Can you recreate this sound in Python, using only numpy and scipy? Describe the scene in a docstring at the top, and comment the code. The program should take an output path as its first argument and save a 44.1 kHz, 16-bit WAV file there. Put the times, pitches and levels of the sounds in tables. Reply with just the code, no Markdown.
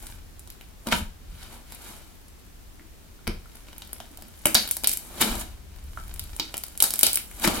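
"""At a table in a small room, two hands fold, stretch and squeeze foamy slime near a stereo microphone.
Trapped air bursts out in sharp pops, sticky skin tears off the fingers in dense crackle, and a stretched
strand flops back down. Each pop bounces off the table top and rings briefly in the room; the loudest
ones overload the recorder. Underneath, the table rumbles as the arms shove it."""
import sys
import numpy as np
from scipy import signal
from scipy.fft import rfft, irfft
from scipy.io import wavfile
from scipy.ndimage import uniform_filter1d

SR = 44100
rng = np.random.default_rng(int(sys.argv[2]) if len(sys.argv) > 2 else 0)


def unload_wav(signal):
    """Save mono or channel-first audio to the path in sys.argv[1] as 16-bit WAV at rate SR, clipped to [-1, 1]."""
    wavfile.write(
        sys.argv[1],
        SR,
        np.round(np.clip(np.atleast_2d(signal).T, -1, 1) * 32767).astype(np.int16),
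    )


N = 335160
T = np.arange(N) / SR

# Levels in all tables are relative: the functions add their own gains.
# the hands press, stretch or squeeze the lump: start_s, end_s, smear_db, foam_db
PRESSES = [(0.02, 0.105, -47, -48), (0.294, 0.7, -67, -64), (2.1, 3.15, -75, -65),
           (3.521, 4.404, -54.5, -57), (4.6, 4.658, -40.5, -42), (4.849, 5.08, -59, -47.5),
           (5.75, 5.9, -56.5, -64), (5.98, 6.744, -50.5, -51), (6.98, 7.165, -43, -42),
           (7.389, 7.6, -49.5, -43.5)]
# tone of the tiniest breaking threads and foam cells: frequency_hz, level_db
FIZZ_TONE = [(3500, -36), (6500, -5.5), (10500, -1), (13000, -4), (16000, -11)]


def from_db(db):
    """Turn decibels into a gain."""
    return 10 ** (np.asarray(db) / 20)


def unit_power(x):
    """Scale a sound to an average power of 1."""
    return x / np.sqrt(np.mean(x ** 2) + 1e-20)


def at_hz(points, hz):
    """Read between the rows of a table, on a log-frequency axis."""
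    frequency, value = np.transpose(points)
    return np.interp(np.log(np.maximum(hz, 1)), np.log(frequency), value)


def tone_filter(tone, size):
    """A click of energy 1 with this tone, which falls away past both ends of the table."""
    hz = np.maximum(np.arange(size // 2 + 1) * SR / size, 1)
    octaves_outside = np.abs(np.log2(hz / np.clip(hz, tone[0][0], tone[-1][0])))
    gain = from_db(at_hz(tone, hz) - 20 * np.minimum(octaves_outside, 2))
    # minimum phase: pack the energy at the start of the click
    cepstrum = irfft(np.log(gain))
    cepstrum[1:size // 2] *= 2
    cepstrum[size // 2 + 1:] = 0
    click = irfft(np.exp(rfft(cepstrum)))
    return click / np.linalg.norm(click)


def colour(x, tone, size=2048):
    """Give both channels this tone."""
    return signal.oaconvolve(x, tone_filter(tone, size)[None], axes=1)[:, :N]


def stereo_noise(alike, size=N):
    """White noise whose left and right are unrelated (alike=0) up to identical (alike=1)."""
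    mid, side = rng.standard_normal((2, size))
    return (np.sqrt(1 + alike) * mid + np.sqrt(1 - alike) * side * [[1], [-1]]) / np.sqrt(2)


def add(out, start_s, sound):
    """Mix a short sound in at a given time."""
    i = max(round(start_s * SR), 0)
    out[:, i:i + sound.shape[-1]] += sound[..., :max(N - i, 0)]


def swell(start_s, end_s, rise_s, fall_s):
    """A gain that climbs 20 dB in rise_s, holds from start_s to end_s, then drops 20 dB per fall_s."""
    away = np.maximum(start_s - T, 0) / rise_s + np.maximum(T - end_s, 0) / fall_s
    return np.where(away < 4, from_db(-20 * away), 0)


def strongest(swells, levels_db):
    """One gain curve per column of levels, set by the strongest movement at each moment."""
    out = np.zeros((len(levels_db[0]), N))
    for gain, db in zip(swells, levels_db):
        out = np.maximum(out, from_db(db)[:, None] * gain)
    return out


def room_hush(level_db=-50):
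    """The steady hush of the room."""
    # tone of the hush: frequency_hz, level_db
    hush_tone = [(15, -38), (25, -1.5), (61, -1), (123, -11.5), (223, -12), (301, -13), (344, -14.5),
                 (503, -20), (659, -20.5), (1230, -24), (11000, -31), (14800, -30.5), (16000, -36)]
    return from_db(level_db) * colour(stereo_noise(alike=0.053), hush_tone, size=8192)


def table_rumble(resting_db=-51, gain_db=-0.5):
    """The table rumbles under the arms, more when they shove it."""
    # shoves of the arms: peak_s, rise_s, fall_s, level_db
    shoves = [(0.1, .5, .8, -44), (1.02, 0.21, .17, -33), (1.33, 0.19, 0.38, -38.5),
              (3.3, 0.054, 0.19, -32), (5.31, .12, 0.32, -30.5), (5.7, 0.66, .8, -40.5),
              (6.2, 1.3, 0.43, -36.5), (7.55, 0.33, .3, -35)]
    # tone of the shaking table: frequency_hz, level_db
    rumble_tone = [(12, -30.5), (20, 3), (32, 1), (54, 0), (81, -3), (119, -17), (190, -17.5), (250, -49),
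                   (420, -120)]
    swells = [swell(s, s, rise, fall) for s, rise, fall, _ in shoves]
    push, = strongest(swells, [row[3:] for row in shoves])
    shake = from_db(gain_db) * np.hypot(push, from_db(resting_db))
    return shake * colour(stereo_noise(alike=0.93), rumble_tone, size=16384)


def room_echo(t, tail_db=-3, build_s=0.0058, near_db=-7, near_s=0.0026, bands=8):
    """The room's answer to a click: quick bounces off nearby things, then a smooth, fading tail."""
    # tone of the tail: frequency_hz, level_db
    tail_tone = [(100, -11), (220, 4), (450, 1), (1200, 0.5), (4000, 1), (6500, -4), (10500, -3),
                 (16000, -10.5)]
    # time the tail takes to fade by 60 dB: frequency_hz, fade_s
    fade_times = [(150, 0.3), (1000, 0.28), (4000, 0.3), (9000, 0.26), (16000, 0.42)]
    # how alike left and right are: frequency_hz, likeness (0 to 1)
    likeness = [(100, 1), (300, 0.52), (800, 0), (2000, 0.024), (6000, 0.5), (16000, 0)]
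    hz = np.maximum(np.arange(len(t) // 2 + 1) * SR / len(t), 1)
    centres = np.geomspace(125, 16000, bands)
    near = np.exp(-t / near_s) * (1 - np.exp(-2 * t / near_s))
    near *= from_db(near_db) / np.linalg.norm(near)
    spectrum = 0
    for centre, pick in zip(centres, np.eye(bands)):
        tail = from_db(-60 * t / at_hz(fade_times, centre)) * (1 - np.exp(-t / build_s))
        tail *= from_db(tail_db + at_hz(tail_tone, centre)) / np.linalg.norm(tail)
        band = np.sqrt(np.interp(np.log(hz), np.log(centres), pick))
        noise = stereo_noise(at_hz(likeness, centre), size=len(t))
        spectrum = spectrum + band * rfft((near + tail) * noise)
    fade_out = np.minimum(1, 2 * (1 - t / t[-1]))
    return irfft(spectrum) * fade_out


def table_top(t, echo_s=0.001325, echo_db=-11):
    """The hard top's answer to a click: the click itself, one quick bounce and the table's ringing."""
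    # notes the top rings at: pitch_hz, width_hz, level_db
    notes = [(220.6, 14.5, -2), (326.6, 31, -3.5), (590, 19, -10), (936, 58, -11), (1370, 100, -9)]
    answer = np.zeros(len(t))
    for hz, width, db in notes:
        ring = np.exp(-np.pi * width * t) * np.cos(2 * np.pi * hz * t)
        answer += from_db(db) * 2 * np.pi * width / SR * ring
    answer[0] += 1
    answer[round(echo_s * SR)] += from_db(echo_db)
    return answer


def flops(contact_s=0.0025):
    """The soft lump lands and sets the table's low notes ringing."""
    # landings and knocks: start_s, level_db
    landings = [(0.931, -28), (1.005, -28), (3.2751, -24), (4.46, -42), (4.551, -48), (5.319, -34),
                (5.456, -52), (7.477, -40)]
    # the table's low notes: pitch_hz, level_db, fade_s (to fall 60 dB)
    notes = [(39.3, -8.5, 0.5), (81.2, -5, 0.18), (172, -8.5, 0.26), (215.7, -2, 0.18), (312, -9.5, 0.082)]
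    t, out = np.arange(SR // 2) / SR, np.zeros((2, N))
    thud = sum(np.sin(2 * np.pi * hz * t) * from_db(db - 60 * t / fade_s) for hz, db, fade_s in notes)
    thud *= 1 - np.exp(-t / contact_s)
    for start_s, db in landings:
        add(out, start_s, from_db(db) * thud)
    return out


def tiny_tears(tone, per_s, spread_db, width_db):
    """Many tiny clicks with this tone, each with a random time, size and side."""
    when, size, sign, side, lag = rng.random((int(per_s * N / SR), 5)).T
    sizes = from_db(spread_db * np.minimum(-np.log(size), 5)) * np.sign(sign - .5)
    pan = from_db(width_db * (2 * side - 1))
    left_at = (when * N).astype(int)
    right_at = np.clip(left_at + (12 * lag - 4).astype(int), 0, N - 1)  # a few samples apart
    clicks = np.array([np.bincount(left_at, sizes * pan, N), np.bincount(right_at, sizes / pan, N)])
    return colour(unit_power(clicks), tone)


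def kneading(smear_db=-6.5, foam_db=-4.5, grip_s=0.39, relax_s=0.14):
    """Foam cells break steadily while the lump is stretched or pressed."""
    # tone of smearing slime: frequency_hz, level_db
    smear_tone = [(130, -13), (230, -3.5), (500, -7), (1400, -7.5), (4500, -9), (8000, -17)]
    swells = [swell(start, end, grip_s, relax_s) for start, end, *_ in PRESSES]
    smear_gain, foam_gain = strongest(swells, [row[2:] for row in PRESSES])
    smear = smear_gain * tiny_tears(smear_tone, per_s=1200, spread_db=5.5, width_db=1)
    foam = foam_gain * tiny_tears(FIZZ_TONE, per_s=900, spread_db=1.5, width_db=2.5)
    return from_db(smear_db) * smear + from_db(foam_db) * foam


def peeling(squelch_db=-6, crackle_db=-3, fizz_db=-3):
    """Sticky threads let go of the skin by the thousand; big ones squelch, small ones fizz."""
    # patches peeling off the skin: let_go_s, rise_s, fall_s, squelch_db, crackle_db, fizz_db
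    peels = [(0.874, 0.014, 0.023, -23.5, -36, -37), (0.924, 0.017, 0.035, -23, -20, -28),
             (0.975, 0.11, 0.061, -38, -51, -32.5), (1.43, 0.17, 0.19, -54, -47.5, -49.5),
             (1.526, 0.11, 0.15, -45.5, -49, -48), (1.73, 0.11, .13, -55, -49, -47.5),
             (1.876, 0.2, 0.26, -46, -46, -43.5), (5.215, .02, 0.046, -21.5, -20, -19.5),
             (5.245, .11, 0.19, -29, -30.5, -29.5), (5.35, 0.34, 0.065, -32.5, -37.5, -34),
             (5.414, 0.19, 0.038, -37.5, -38.5, -34), (7.446, 0.031, 0.036, -24, -23.5, -20.5),
             (7.478, 0.029, 0.032, -19.5, -23.5, -26), (7.55, 0.19, 0.55, -30.5, -34, -34.5)]
    # tones of big and of middle-sized threads: frequency_hz, level_db
    squelch_tone = [(110, -16.5), (200, 3.5), (330, 1), (450, -2), (800, -3.5), (1200, -3), (2000, -34)]
    crackle_tone = [(700, -6), (1400, -2.5), (2400, -2.5), (4300, -2.5), (6000, -10), (9000, -14.5)]
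    swells = [swell(s, s, rise, fall) for s, rise, fall, *_ in peels]
    squelch_gain, crackle_gain, fizz_gain = strongest(swells, [row[3:] for row in peels])
    squelch = squelch_gain * tiny_tears(squelch_tone, per_s=1200, spread_db=2.5, width_db=2.5)
    crackle = crackle_gain * tiny_tears(crackle_tone, per_s=3000, spread_db=2.5, width_db=2.5)
    fizz = fizz_gain * tiny_tears(FIZZ_TONE, per_s=5000, spread_db=3.5, width_db=12)
    return from_db(squelch_db) * squelch + from_db(crackle_db) * crackle + from_db(fizz_db) * fizz


def bubbles(ring_cycles=16, rise_per_s=1.5, gain_db=-1):
    """A closed air pocket rings for a few cycles, so big ones last longer; squeezing lifts its pitch."""
    # hollow rings inside the lump: start_s, level_db, start_pitch_hz
    pockets = [(0.033, -42, 820), (0.092, -43, 960), (0.871, -27, 234), (0.929, -12, 1460),
               (0.931, -15, 944), (0.932, -21.5, 192), (2.796, -37, 1940), (2.805, -45, 297),
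               (3.19, -46, 1400), (3.277, -29, 345), (3.278, -27, 480), (3.4583, -41, 1330),
               (3.686, -48, 290), (4.003, -36, 670), (4.11, -42, 270), (4.186, -41, 732), (4.25, -43, 230),
               (4.457, -17.5, 572), (4.458, -22.5, 312), (4.553, -27, 214), (5.205, -26, 184),
               (5.974, -23, 1320), (6.397, -31, 295), (7.032, -25.5, 600), (7.45, -19, 324),
               (7.476, -20, 281)]
    t, out = np.arange(SR // 10) / SR, np.zeros((2, N))
    for start_s, db, hz in pockets:
        ring = np.sin(2 * np.pi * hz * t * (1 + rise_per_s * t))
        add(out, start_s, ring * from_db(db + gain_db - 60 * t * hz / ring_cycles))
    return out


def squirts(fade_s=0.038, width_hz=1600, gain_db=-1):
    """A brief jet of air hisses, roughly tuned by the slit it escapes through."""
    # jets of air: start_s, level_db, pitch_hz
    jets = [(0.925, -24, 2680), (3.276, -40, 2360), (4.552, -13.5, 4200), (4.844, -21, 4100),
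            (5.222, -25, 3880), (6.398, -24.5, 3760), (7.474, -24, 4100)]
    t, out = np.arange(SR // 10) / SR, np.zeros((2, N))
    for start_s, db, hz in jets:
        slit = signal.butter(2, [hz - width_hz / 2, hz + width_hz / 2], "band", fs=SR, output="sos")
        hiss = unit_power(signal.sosfilt(slit, stereo_noise(alike=0.96, size=len(t))))
        add(out, start_s, hiss * from_db(db + gain_db - 60 * t / fade_s))
    return out


def rip(t, decay_s, tone):
    """A short ragged burst of noise, evened out across frequency and then given a tone."""
    burst = rfft(rng.standard_normal(len(t)) * np.exp(-t / decay_s))
    evened = burst / np.abs(burst) ** .75
    return irfft(evened * rfft(tone_filter(tone, len(t))))


def stray_pop_rows(per_s=14, spread_db=2.5, pitch_hz=3900, most_per_press=40):
    """Rows for pops(): small random pops during a press, louder the harder it foams."""
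    rows = []
    for start_s, end_s, _, foam_db in PRESSES:
        times = start_s + np.cumsum(rng.exponential(1 / per_s, most_per_press))
        for s, (size, ring, pitch, side) in zip(times, rng.standard_normal((most_per_press, 4))):
            if s < end_s:
                db = foam_db + spread_db * size
                snap_db, ring_db, puff_db = db + 9.5, db - 3.5 + spread_db * ring, db - 5.5
                rows.append((s, snap_db, pitch_hz * 2 ** (pitch / 4), ring_db, puff_db, 2 * side))
    return rows


def pops(rows, snap_s=0.00014, puff_s=0.0011, snap_gain_db=2.5, ring_gain_db=-2):
    """An air pocket's thin skin snaps, the opened hollow rings a cycle or two and its air puffs out."""
    # tones of the snapping skin and of the puff of air: frequency_hz, level_db
    snap_tone = [(2500, -18), (6000, -16.5), (8000, -7), (10700, -3), (13000, -5), (16000, -10.5)]
    puff_tone = [(90, -12.5), (210, 2.5), (600, -1), (1000, -1.5), (1500, -7), (2400, -9.5), (5000, -4.5)]
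    t, out = np.arange(1024) / SR, np.zeros((2, N))
    hz = np.arange(len(t) // 2 + 1) * SR / len(t)
    level_span_s, margin_s = .0016, .002  # levels count as if each part lasted level_span_s
    for start_s, snap_db, pitch_hz, ring_db, puff_db, pan_db in rows:
        snap = rip(t, snap_s, snap_tone)
        ring = np.sin(2 * np.pi * pitch_hz * t) * np.exp(-t * pitch_hz)
        puff = rip(t, puff_s, puff_tone)
        gains = from_db([snap_db + snap_gain_db, ring_db + ring_gain_db, puff_db])
        pop = sum(gain * part / np.linalg.norm(part) for gain, part in zip(gains, (snap, ring, puff)))
        pop *= np.sqrt(level_span_s * SR)
        # each pocket lies at its own distance from the two microphones
        delays_s = margin_s + np.array([[-.5], [.5]]) * rng.normal(.00004, .00006)
        pair = irfft(rfft(pop) * np.exp(-2j * np.pi * hz * delays_s))
        add(out, start_s - margin_s, pair * from_db([[pan_db / 2], [-pan_db / 2]]))
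    return out


def scene(spot_count=7, wander_s=.006):
    """Sounds come from several spots on the lump, and each spot has its own room echo."""
    # air pockets bursting: start_s, snap_db, pitch_hz, ring_db, puff_db, left_over_right_db
    main_pops = [(0.0262, -39.5, 3800, -45, -65, 2), (0.3949, -39, 2980, -70, -56, 0),
                 (0.4751, -43, 4430, -46, -49, -1), (0.5023, -37.5, 3900, -44, -61, -2),
                 (0.6111, -48, 2720, -42, -49, -1), (0.8706, -30, 2500, -58, -30, 1),
                 (0.8871, -37, 3200, -32, -30, -5), (0.9247, -34, 2780, -13.5, -29, 0),
                 (0.9291, -37, 1690, -26, -45, -2), (1.431, -41.5, 4100, -48, -44, -5),
                 (1.7223, -38, 3400, -47, -41, -2), (1.7487, -39.5, 3300, -58, -60, 3),
                 (2.283, -48, 4000, -72, -63, 1), (3.2708, -42, 2400, -31, -32, 7),
                 (3.2763, -29, 2490, -27, -25, -2.5), (3.6854, -62, 2600, -42, -44, 0),
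                 (3.7302, -48, 2900, -48, -45, 0), (3.7816, -35.5, 3300, -43, -52, -4),
                 (3.8209, -44, 3650, -35, -45, 1.5), (3.931, -28, 2450, -42.5, -40, 1.5),
                 (4.0024, -41, 3500, -37.5, -38.5, 1), (4.1732, -38, 4800, -63, -47, -3),
                 (4.2227, -40.5, 4070, -46, -40.5, 1), (4.4558, -8.5, 2640, -18.5, -19, 1.5),
                 (4.4693, -18, 3300, -27, -27, -7), (4.5454, -11.5, 6350, -11, -44, -5),
                 (4.5513, -9.5, 4430, -3.5, -31, 1.5), (4.6762, -30, 4330, -29, -60, 0),
                 (4.6893, -30, 4300, -32, -59, 1), (4.7112, -13.5, 4500, -37, -48, 1),
                 (4.7685, -24, 4500, -27.5, -38, 0), (4.8366, -29, 2500, -42, -32.5, 7),
                 (4.8441, -22, 4300, -16.5, -40, -4), (4.8727, -8.5, 4350, -25, -33, 2.5),
                 (4.894, -22, 5000, -35, -63, -8), (4.916, -22.5, 4500, -34, -50, -1),
                 (4.9299, -24, 5100, -35, -64, -4), (4.9354, -22, 5100, -35, -64, 0),
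                 (4.9727, -23.5, 4400, -43, -48, 2), (5.2128, -16.5, 2760, -21, -28, 1),
                 (5.2247, -27, 3750, -17, -31, 2), (6.1408, -36, 4500, -68, -60, 3),
                 (6.195, -26.5, 4470, -33, -52, 1), (6.2392, -41, 4500, -50, -59, 3),
                 (6.3644, -32, 3900, -51, -47, 0), (6.3978, -28.5, 4740, -17.5, -29.5, -2),
                 (6.5417, -31, 3160, -26.5, -32, -0.5), (6.5693, -29, 4800, -36, -44, 0),
                 (6.5792, -25.5, 4500, -53, -53, -2), (6.6373, -26.5, 4325, -32.5, -48, 1),
                 (6.7758, -28, 4100, -52, -63, -1), (6.8034, -14, 3870, -21, -51, -2),
                 (6.8235, -3.5, 4300, -12, -27, -1), (6.8401, -13.5, 4530, -15, -36, 2),
                 (6.9065, -23, 5050, -29.5, -58, -2), (6.9382, -19.5, 5100, -22, -58, -1.5),
                 (6.9577, -25.5, 4900, -38, -61, 0), (6.992, -14, 4800, -40, -42, -2.5),
                 (7.0109, -22, 5900, -25, -49, 3), (7.0315, -3, 4460, -8, -28.5, 1),
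                 (7.0666, -12.5, 4800, -14.5, -37, -2), (7.1317, -18.5, 4900, -49, -51, -1),
                 (7.1445, -21, 4500, -50, -57, 0), (7.1569, -14, 5300, -28, -48, -0.5),
                 (7.173, -20, 2520, -26, -46, -1), (7.3132, -43, 2280, -40.5, -65, 1),
                 (7.4418, -47, 5500, -20, -41, 2), (7.4471, -36, 2080, -15, -23, 2.5),
                 (7.4756, -16.5, 4260, -21, -20, 0)]
    bursts = main_pops + stray_pop_rows()
    spots = [pops(bursts[k::spot_count]) for k in range(spot_count)]
    spots[2] += bubbles() + squirts()
    crackle = peeling() + kneading()
    # the crackle jumps to a random spot every wander_s
    crackle_spot = rng.integers(0, spot_count, N)[(T / wander_s).astype(int)]
    t = np.arange(16384) / SR
    top = table_top(t)
    slime = 0
    for k, sound in enumerate(spots):
        share = uniform_filter1d((crackle_spot == k).astype(float), size=128)
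        path = top + signal.fftconvolve(room_echo(t), top[None], axes=1)[:, :len(t)]
        slime = slime + signal.oaconvolve(sound + share * crackle, path, axes=1)[:, :N]
    mix = slime + flops() + table_rumble() + room_hush()
    return mix * from_db([[0.5], [-0.5]])  # a little louder on the left


def record(dry, cutoff_hz=16000):
    """The recorder clips the loudest pops and cuts the highest treble."""
    low_pass = signal.ellip(12, .1, 90, cutoff_hz, fs=SR, output="sos")
    return signal.sosfilt(low_pass, np.clip(dry, -1, 1))


dry = scene()
out = record(dry)
unload_wav(out)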